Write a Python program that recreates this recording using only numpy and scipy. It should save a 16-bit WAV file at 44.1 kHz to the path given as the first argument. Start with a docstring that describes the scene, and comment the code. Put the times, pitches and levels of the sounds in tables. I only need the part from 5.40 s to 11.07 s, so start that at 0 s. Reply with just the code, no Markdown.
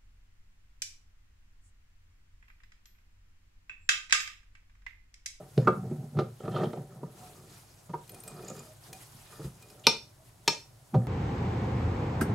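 """Knocks and drags on a bench come first, with a rattling tray, a humming microphone stand and a sleeve's rustle.
A tap is then turned by hand into a steel part in the chuck of a standing lathe: the wrench ticks and scrapes,
and twice the cutting edge sticks and lets go with a loud snap, a faint narrow noise just before it. Solid bodies
are sums of damped modes driven by contact forces or random catches; cloth and air are banded noise; a small
workshop answers by dense reflections."""
import sys
import numpy as np
from scipy import signal
from scipy.io import wavfile

SR = 44100
rng = np.random.default_rng(int(sys.argv[2]) if len(sys.argv) > 2 else 0)


def dump_mix(stems):
    """Bounce the given channels to the path in sys.argv[1] as a 16-bit WAV at rate SR."""
    frames = np.atleast_2d(stems).T  # one column per channel
    limited = np.clip(frames, -1, 1)  # hard clip at full scale
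    pcm = np.round(limited * 32767).astype(np.int16)
    wavfile.write(sys.argv[1], SR, pcm)


N = 250047      # length in samples

# Knocks on the bench. Each row: start in seconds, levels of board, stand, tray and crack in dB,
# best-struck pitch of the board and of the tray in Hz, contact length in seconds.
KNOCK_EVENTS = [(0.177, -22.5, -18.5, -81, -34, 402, 980, 0.0035),
                (0.271, -17, -17, -12, -64, 440, 1162, 0.015),
                (0.431, -41, -38, -74, -82, 437, 1130, 0.035),
                (0.509, -34, -31, -60, -80, 340, 1350, 0.013),
                (0.767, -34.5, -21, -46, -53.5, 383, 1320, 0.014),
                (0.786, -24, -35, -24.5, -39, 456, 1460, 0.011),
                (0.805, -30, -47, -39, -68, 387, 1170, 0.011),
                (1.003, -40, -62, -51, -73, 352, 1290, 0.0043),
                (1.051, -44, -31, -46, -55.5, 394, 1320, 0.0072),
                (1.077, -31, -65, -36, -55, 374, 1190, 0.0065),
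                (1.161, -30, -60, -29.5, -47, 413, 1240, 0.013),
                (1.205, -30, -58, -36, -57, 470, 1340, 0.017),
                (1.231, -24.5, -55, -35, -46, 403, 1320, 0.009),
                (1.254, -29.5, -30, -56, -61, 350, 1290, 0.0037),
                (1.332, -31, -42, -41.5, -53, 458, 1180, 0.0047),
                (1.37, -40, -44, -46, -65, 705, 921, 0.0066),
                (1.63, -37.5, -34.5, -38.5, -82, 358, 974, 0.0062),
                (2.492, -48.5, -38.5, -40, -61, 420, 990, 0.011),
                (2.534, -32, -39, -23, -64, 335, 970, 0.015), (2.99, -42, -50, -67, -75, 335, 1290, 0.021),
                (3.101, -37, -37.5, -48.5, -63.5, 402, 1320, 0.0045),
                (3.993, -37.5, -37.5, -50, -58, 344, 1060, 0.017),
                (4.042, -43.5, -32, -52, -58.5, 353, 1290, 0.016),
                (5.541, -22.5, -15, -29, -50.5, 493, 1010, 0.013)]
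# Two loud snaps, each after a row for the faint narrow noise just before it. Each row: start in seconds,
# level in dB, centre in Hz, breadth in octaves (scale), chuck thud in dB, force length in seconds,
# treble spray in dB.
SNAP_EVENTS = [(4.436, -42, 3600, 0.28, -60.5, 0.022, -68), (4.468, -2, 3490, 0.69, -11.5, 0.0015, -14.5),
               (5.056, -52, 3670, 0.062, -79, 0.014, -79), (5.077, -9.5, 4750, 1.33, -16, 0.0036, -40)]
# Modes of the microphone stand, the bench board, the loose tray and rubbed steel.
# Each row: frequency in Hz, relative level in dB, decay time t60 in seconds.
STAND_MODES = [(119.8, -6, 0.3), (144, -2, 0.19), (186, -6.5, 0.14), (229.4, -12.5, 0.21)]
BOARD_MODES = [(364, -1.5, 0.06), (382, 2.5, 0.046), (439.2, 0.5, 0.062), (521.4, -7, 0.13),
               (604, 1, 0.063), (705.3, -5, 0.09), (764, 0, 0.098)]
TRAY_MODES = [(955, 2.5, 0.043), (1072, -11, 0.067), (1215, 6, 0.024), (1310, 6, 0.022), (1378, -6, 0.03),
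              (1800, 1, 0.022)]
RUBBED_STEEL_MODES = [(2451, -0.5, 0.084), (2900, -11.5, 0.014), (4174, -5.5, 0.037), (4900, 6.5, 0.0071),
                      (6770, 2, 0.004), (11850, -6, 0.012)]


def from_db(db):
    """The decibel law: level in dB to amplitude gain."""
    return 10 ** (np.asarray(db) / 20)


def rms_one(x):
    """Normalisation of power: the signal scaled to rms 1."""
    return x / np.sqrt(np.mean(x ** 2) + 1e-20)


def bandpass(x, low_hz, high_hz):
    """Band limiting by a Butterworth filter."""
    return signal.sosfilt(signal.butter(2, [low_hz, high_hz], "band", fs=SR, output="sos"), x)


def in_time(rows):
    """Linear interpolation: the columns of a curve table at every sample."""
    seconds, *columns = np.transpose(rows)
    return [np.interp(np.arange(N) / SR, seconds, column) for column in columns]


def at_hz(points, hz):
    """Interpolation of a spectrum table on a log-frequency axis."""
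    table_hz, values = np.array(points).T
    return np.interp(np.log(hz), np.log(table_hz), values)


def add(out, start, sound):
    """Superposition: a sound is added to a track from its start in seconds."""
    i = int(start * SR)
    out[i:i + len(sound)] += sound[:N - i]


def drift(rate_hz):
    """Low-passed noise: a slow random course of rms 1, with its corner near rate_hz."""
    step = 40       # samples between drawn values
    r = np.exp(-2 * np.pi * step * rate_hz / SR)
    settle = 2000   # filter start-up, left out
    noise = rng.standard_normal(N // step + settle + 2)
    slow = signal.lfilter([1], [1, -2 * r, r * r], noise)[settle:]
    return np.interp(np.arange(N) / step, np.arange(len(slow)), rms_one(slow))


def ring(force, hz, t60):
    """A damped mode as a two-pole resonator: a unit click starts a decaying sine of initial height 1."""
    r = from_db(-60 / (max(t60, 1e-3) * SR))
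    w = 2 * np.pi * hz / SR
    return signal.lfilter([0, np.sin(w)], [1, -2 * r * np.cos(w), r * r], force + 1e-18)


def contact_force(length):
    """A contact pulse: the force climbs to its peak at a third of length, then thins out; sum 1."""
    t = np.arange(int(0.35 * SR)) / SR
    force = t * np.exp(-3 * t / max(length, 3e-4))
    return t, force / force.sum()


def struck(modes, level_db, length, best_hz, breadth, rough=0.58):
    """Modal excitation by one contact: modes near best_hz (breadth in octaves) take most of the blow."""
    t, force = contact_force(length)
    # tiny releases within the contact
    chatter = rng.standard_normal(len(t)) / np.sqrt(np.sum(force ** 2))
    out = 0
    for hz, mode_db, t60 in modes:
        share = 2 * np.cos(2 * np.pi * (hz * t + rng.random())) + rough * chatter
        favour_db = -6 * (np.log2(hz / best_hz) / breadth) ** 2
        out = out + from_db(level_db + mode_db + favour_db) * ring(force * share, hz, t60)
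    return out


def dragged(modes, per_s, uneven_db):
    """Friction as random catches, per_s a second, of uneven size that keep the modes sounding; rms 1."""
    out = 0
    for hz, mode_db, t60 in modes:
        caught = rng.random(N) < per_s / SR
        catches = caught * rng.standard_normal(N) * from_db(uneven_db * drift(35))
        out = out + from_db(mode_db) * rms_one(ring(catches, hz, t60))
    return rms_one(out)


def rasp(length, low_hz=1700, high_hz=6000):
    """Broadband radiation of a hard contact: noise shaped by a slightly longer force pulse."""
    force = contact_force(1.72 * length)[1]
    noise = bandpass(rng.standard_normal(len(force)), low_hz, high_hz)
    return 0.5 * rms_one(noise) * force / force.max()


def crack(level_db, low_hz, high_hz):
    """The impulse principle: one hard click has a smooth broad spectrum."""
    return from_db(level_db) * bandpass(signal.unit_impulse(512), low_hz, high_hz)


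def sweep_gain(rows):
    """Amplitude envelope: each sweep is a smooth swell (start in s, length in s, level in dB)."""
    out = np.zeros(N)
    for start, length, level_db in rows:
        add(out, start, from_db(level_db) * np.hanning(int(length * SR)))
    return out


def banded_noise(spectrum, patchy_db):
    """Partly coherent stereo noise: half-octave bands with their own level, flicker and likeness; rms 1."""
    # Left-right likeness. Each row: frequency in Hz, correlation from 0 to 1.
    likeness = [(30, 0.75), (120, 1), (500, 0.13), (2000, 0.25), (5000, 0.29), (9000, 1)]
    shared_flicker = 0.6    # weight of the course common to all bands
    together = drift(6.6)
    edges = 24 * 2 ** np.arange(0, 9.6, 0.5)
    white = rng.standard_normal((2, 2, N))      # neighbouring bands get unrelated noise
    out = 0
    for k, (low, high) in enumerate(zip(edges, edges[1:])):
        mid, side = bandpass(white[k % 2], low, high)
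        hz = np.sqrt(low * high)
        alike = np.clip(at_hz(likeness, hz), -1, 1)
        flicker_db = patchy_db * (shared_flicker * together + drift(21))
        gain = from_db(at_hz(spectrum, hz) + flicker_db)
        out = out + gain * (np.sqrt(1 + alike) * mid + np.sqrt(1 - alike) * side * [[1], [-1]])
    return rms_one(out)


def air():
    """Stationary noise: the air of the shop has a fixed spectrum and no flicker."""
    # Each row: frequency in Hz, relative density in dB per Hz.
    spectrum = [(15, -40), (25, -16.5), (50, 5.5), (72, -16.5), (100, 5.5), (130, 3), (157, -22.5),
                (195, -31), (270, 4), (476, -50), (607, 8.5), (677, -29.5), (775, -16.5), (2690, -28.5),
                (9840, -28), (14800, -36), (16000, -38)]
    return from_db(-57.5) * banded_noise(spectrum, patchy_db=0.0)


def workshop(x):
    """Diffuse reverberation by convolution with noise that dies away band by band."""
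    # Each row: frequency in Hz, decay time t60 in seconds.
    decay = [(150, 0.28), (1000, 0.26), (5000, 0.3), (7500, 0.3), (10500, 0.17), (15000, 0.094)]
    level_db = -9.5
    t = np.arange(SR // 2) / SR
    white = rng.standard_normal((2, len(t)))
    edges = 90 * 2 ** (np.arange(30) / 4)
    answer = 0
    for low, high in zip(edges, edges[1:]):
        t60 = at_hz(decay, np.sqrt(low * high))
        answer = answer + bandpass(white, low, high) * from_db(-60 * t / t60)
    answer = answer * np.clip(t / 0.0013, 0, 1)      # the reflections build up over 1.3 ms
    answer = answer / np.sqrt(np.sum(answer[0] ** 2))
    mid, apart = signal.fftconvolve(x[None], answer, axes=1)[:, :N]
    apart = bandpass(apart, 600, 11000)     # what the two sides do not share
    return from_db(level_db) * (mid + 0.62 * apart * [[1], [-1]])


def cloth():
    """Friction noise: cloth rustles, louder and softer, while a sleeve or palm sweeps past."""
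    # Rustle, louder and softer. Each row: time in seconds, level in dB.
    rustle = [(0.0, -62.5), (0.82, -66), (1.22, -60.5), (1.67, -69.5), (1.78, -56.5), (1.99, -60),
              (2.54, -65.5), (2.75, -60), (3.25, -56), (3.47, -64), (3.6, -57), (3.95, -56.5),
              (4.18, -60.5), (4.5, -63.5), (4.66, -71.5), (5.05, -63), (5.27, -68), (5.67, -61.5)]
    # Sweeps. Each row: start in seconds, length in seconds, level in dB.
    sweeps = [(1.752, 0.23, -58.5), (2.044, 0.23, -56.5), (3.377, 0.17, -56), (3.537, 0.16, -55.5),
              (3.705, 0.11, -62), (3.988, 0.13, -53), (4.8, 0.15, -61)]
    # Each row: frequency in Hz, relative density in dB per Hz.
    spectrum = [(150, -39), (250, -32.5), (313, -9.5), (493, -12), (761, -4.5), (1280, -8.5), (1580, -12),
                (10200, -12), (14500, -21), (16000, -35)]
    rustle_db, = in_time(rustle)
    gain = np.hypot(from_db(rustle_db), sweep_gain(sweeps))
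    return gain * banded_noise(spectrum, patchy_db=2.0)


def thumps():
    """Modal excitation at low pitch: a low thump at 4.04 s, and the low body of the last thud at 5.54 s."""
    # Each row: start in seconds, frequency in Hz, level in dB, t60 in seconds, force length in seconds.
    low_modes = [(4.04, 64, -35.5, 0.16, 0.018), (5.542, 184, -14, 0.035, 0.01),
                 (5.548, 68, -33, 0.15, 0.03), (5.573, 120, -16.5, 0.21, 0.022)]
    out = np.zeros(N)
    for start, hz, level_db, t60, length in low_modes:
        add(out, start, struck([(hz, 0, t60)], level_db, length, hz, breadth=1, rough=0))
    return out


def tones():
    """Resonant filtering: noise through one narrow mode swells and fades as a faint tone."""
    # Each row: start in seconds, length in seconds, frequency in Hz, level in dB.
    swelling = [(1.738, 0.23, 730, -58.5), (2.036, 0.11, 307, -64), (2.777, .3, 607, -77),
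                (3.207, 0.17, 625, -57.5), (3.497, 0.11, 763, -55), (4.768, 0.084, 640, -60.5)]
    out = np.zeros(N)
    for start, length, hz, level_db in swelling:
        swell = np.hanning(int(length * SR))
        tone = ring(rng.standard_normal(SR // 2), hz, t60=0.48)[-len(swell):]
        add(out, start, from_db(level_db) * swell * rms_one(tone))
    return out


def swells(starts, holds, levels_db, rise_db_per_s, fall_db_per_s):
    """Energy addition: powers of events that rise, hold and fall at steady dB rates, every 2 ms."""
    t = np.arange(0, N / SR + 0.002, 0.002) - np.array(starts)[:, None]
    before_db = -rise_db_per_s * t
    after_db = fall_db_per_s * (t - np.array(holds)[:, None])
    below_db = np.maximum(before_db, np.maximum(0, after_db))
    return from_db(levels_db).T ** 2 @ from_db(-below_db) ** 2


def unrest():
    """Energy addition for stand hum, board rumble and tray rattle: drags, shudder and rest give the gains."""
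    # Things pushed or dragged over the bench. Each row: start in seconds, hold in seconds,
    # stand hum, bench rumble and tray rattle in dB.
    pushes = np.array([(0.0, 0.0054, -43, -45.5, -57.5), (0.219, 0.06, -27.5, -55, -55.5),
                       (0.378, 0.17, -33, -54, -67.5), (0.591, 0.048, -37, -52.5, -79),
                       (0.754, 0.031, -28.5, -48, -66), (1.049, 0.086, -34, -44, -56.5),
                       (1.147, 0.085, -33.5, -33.5, -46), (1.365, 0.039, -38.5, -46, -61),
                       (1.506, 0.16, -49, -58, -67.5), (1.747, 0.38, -56.5, -59.5, -68),
                       (2.718, 0.063, -53.5, -53, -66), (2.856, 0.36, -50.5, -52.5, -59),
                       (3.493, 0.059, -55.5, -57.5, -70), (3.75, 0.0088, -56.5, -78, -85),
                       (3.908, 0.12, -60, -62, -57), (4.225, 0.32, -59.5, -61, -72),
                       (5.611, .05, -42.5, -48, -58)])
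    # Levels when nothing moves: hum, rumble and rattle in dB.
    resting_db = (-69, -74.5, -85.5)
    # Shudder relative to a knock on each body: hum, rumble and rattle in dB.
    knock_shudder_db = (-2, -15.5, -34)
    # Shudder relative to the chuck thud of a snap row: hum, rumble and rattle in dB.
    snap_shudder_db = (-25, -23, -57.5)
    hits, snap_rows = np.array(KNOCK_EVENTS), np.array(SNAP_EVENTS)
    blows = np.r_[hits[:, 0], snap_rows[:, 0]]
    # columns 2, 1, 3 of a knock: stand, board, tray; column 4 of a snap: thud
    shudder_db = np.r_[hits[:, [2, 1, 3]] + knock_shudder_db, snap_rows[:, [4]] + snap_shudder_db]
    power = swells(pushes[:, 0], pushes[:, 1], pushes[:, 2:], rise_db_per_s=550, fall_db_per_s=220)
    power = power + swells(blows + 0.0055, 0 * blows, shudder_db, rise_db_per_s=1503, fall_db_per_s=258.5)
    power = power + from_db(resting_db)[:, None] ** 2
    return [np.interp(np.arange(N) / SR, np.arange(len(p)) / 500, np.sqrt(p)) for p in power]


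def drags():
    """Friction-driven modes: stand, board and tray are kept sounding by random catches."""
    hum, rumble, rattle = unrest()
    out = hum * dragged(STAND_MODES, per_s=440.0, uneven_db=1.0)
    out += rumble * dragged(BOARD_MODES, per_s=260.0, uneven_db=1.8)
    out += rattle * dragged(TRAY_MODES, per_s=260.0, uneven_db=2.9)
    return out


def grit():
    """Stick and release of grains: grit under a dragged thing excites high modes very unevenly."""
    # Each row: time in seconds, level in dB.
    course = [(0.97, -83), (1.004, -63.5), (1.138, -60), (1.158, -47.5), (1.258, -55), (1.3, -104),
              (1.332, -54), (1.35, -88), (1.42, -85)]
    # Each row: frequency in Hz, relative level in dB, t60 in seconds.
    modes = [(1800, 3.5, 0.017), (2600, -3, 0.027), (3160, 8, 0.013), (3610, 2, 0.022), (4160, -1.5, 0.014),
             (5000, -8, 0.018), (5830, -7, 0.014)]
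    t = np.arange(N) / SR
    moving = (t > course[0][0]) & (t < course[-1][0])
    return moving * from_db(in_time(course)[0]) * dragged(modes, per_s=1400.0, uneven_db=6.0)


def knocks():
    """Impact excitation: each knock rings board, loose tray and stand, with a noisy crack."""
    out = np.zeros(N)
    for start, board_db, stand_db, tray_db, crack_db, board_hz, tray_hz, length in KNOCK_EVENTS:
        add(out, start, struck(BOARD_MODES, board_db, length, board_hz, breadth=0.65))
        add(out, start, struck(TRAY_MODES, tray_db, length, tray_hz, breadth=0.24, rough=0.35))
        add(out, start, struck(STAND_MODES, stand_db, length, best_hz=145, breadth=0.5))
        add(out, start, from_db(crack_db) * rasp(length, low_hz=1900, high_hz=4600))
    return out


def rubbing():
    """Friction-driven modes: steel rubbing on steel sounds under smooth swells."""
    # Each row: start in seconds, length in seconds, level in dB.
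    rubs = [(0.12, 0.21, -62.5), (1.05, 0.25, -67), (1.72, 0.85, -69.5), (2.76, 0.66, -62.5),
            (3.8, 0.34, -61.5), (4.1, .24, -72)]
    return sweep_gain(rubs) * dragged(RUBBED_STEEL_MODES, per_s=900.0, uneven_db=4.2)


def ticks():
    """Impact of small parts: wrench and chips ring at their own pitch over a broad click and rubbed steel."""
    # Each row: start in seconds, level in dB, ring in Hz, broad click in dB.
    clicks = [(2.676, -47, 8900, -51.5), (2.693, -32.5, 12200, -41.5), (2.717, -37, 9200, -70),
              (2.744, -35, 9140, -46.5), (2.801, -35.5, 8900, -76), (2.835, -34, 11850, -47),
              (2.857, -49, 11800, -72), (2.877, -29.5, 8100, -40.5), (2.906, -50, 8560, -70),
              (2.9387, -45, 11800, -68), (3.0237, -58, 11800, -50), (3.045, -36.5, 6970, -66),
              (3.08, -30.5, 7010, -44), (3.0974, -28.5, 6960, -54), (3.1633, -42, 6800, -48),
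              (3.1906, -35.5, 7040, -50), (3.4352, -45.5, 4940, -80), (3.5288, -35.5, 6440, -36.5),
              (4.06, -53, 9110, -52), (4.2239, -49, 8640, -48), (4.284, -46, 7000, -66),
              (4.2992, -40, 5240, -51), (4.3948, -45, 6960, -84)]
    ring_db, steel_db = -7.5, -10   # each mode relative to the tick level; rubbed steel to its click
    out = np.zeros(N)
    for start, level_db, hz, click_db in clicks:
        cluster = [(hz, 0, 0.014), (hz * 1.035, -2, 0.008), (hz * 0.96, -3, 0.008)]   # Hz, dB, t60 s
        add(out, start, struck(cluster, level_db + ring_db, 0.0075, hz, breadth=0.73, rough=0.94))
        add(out, start, struck(RUBBED_STEEL_MODES, click_db + steel_db, 0.0026, best_hz=3040, breadth=1.5))
        add(out, start, from_db(click_db) * rasp(0.004, low_hz=1096, high_hz=15200))
    return out


def snaps():
    """Stick-slip: each loud snap rings tap and wrench, sprays noise and thumps the chuck a moment later."""
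    # Modes of tap with wrench, and of the chuck. Each row: frequency in Hz, relative level in dB, t60 in seconds.
    tap_modes = [(1667, -13.5, .03), (2086, 0, 0.03), (2392, 0.5, 0.06), (2614, -1.5, .045),
                 (3030, -5, 0.036), (3484, -1.5, 0.007), (3590, 4, 0.024), (4050, -1, 0.047),
                 (4285, 0.5, .03), (4583, -4.5, 0.019), (4980, -1, 0.059), (5310, -0.5, 0.067),
                 (5480, 0.5, 0.14), (6050, 4, .015), (6230, -1.5, .02), (6600, -14, 0.073)]
    chuck_modes = [(227, -16, 0.098), (423, 0, 0.022), (546, -8, 0.028), (931, 1.5, 0.028),
                   (1208, -4, 0.023)]
    ring_db, rasp_db = -12, -1      # relative to the row's level
    hiss_db, click_db = -7.5, 9     # relative to the treble spray level
    out = np.zeros(N)
    # the faint narrow noise before each snap is made the same way
    for start, level_db, centre_hz, breadth, thud_db, length, spray_db in SNAP_EVENTS:
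        add(out, start, struck(tap_modes, level_db + ring_db, length, centre_hz, breadth, rough=0.25))
        # a longer contact peaks later
        add(out, start, struck(chuck_modes, thud_db, length + 0.0081, best_hz=596, breadth=2.0))
        low_hz, high_hz = centre_hz * 0.31 ** breadth, centre_hz * 1.17 ** breadth
        add(out, start, from_db(level_db + rasp_db) * rasp(length, low_hz, high_hz))
        add(out, start, from_db(spray_db + hiss_db) * rasp(2.2 * length, low_hz=6320, high_hz=11600))
        add(out, start + length / 3, crack(spray_db + click_db, low_hz=5500, high_hz=14100))
    return out


def scene():
    """Superposition: bench, tool and hand with the walls answering, over the air of the shop."""
    tool = snaps() + ticks() + rubbing()
    wood = knocks() + drags() + grit() + tones()
    near = tool + wood + workshop(tool + wood)
    # the near sounds lose their deep bass below about 120 Hz
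    near = signal.sosfilt(signal.butter(4, 123, "high", fs=SR, output="sos"), near)
    # the bench lies a little to the right
    upper = signal.sosfilt(signal.butter(2, 600, "high", fs=SR, output="sos"), wood)
    near = near + 0.15 * upper * [[-1], [1]]
    return near + thumps() + cloth() + air()


def record(dry):
    """Band limitation: an elliptic low-pass cuts the top steeply."""
    cutoff_hz, ripple_db, stop_db = 15750, 0.5, 65
    return signal.sosfilt(signal.ellip(8, ripple_db, stop_db, cutoff_hz, fs=SR, output="sos"), dry)


dry = scene()
out = record(dry)
dump_mix(out)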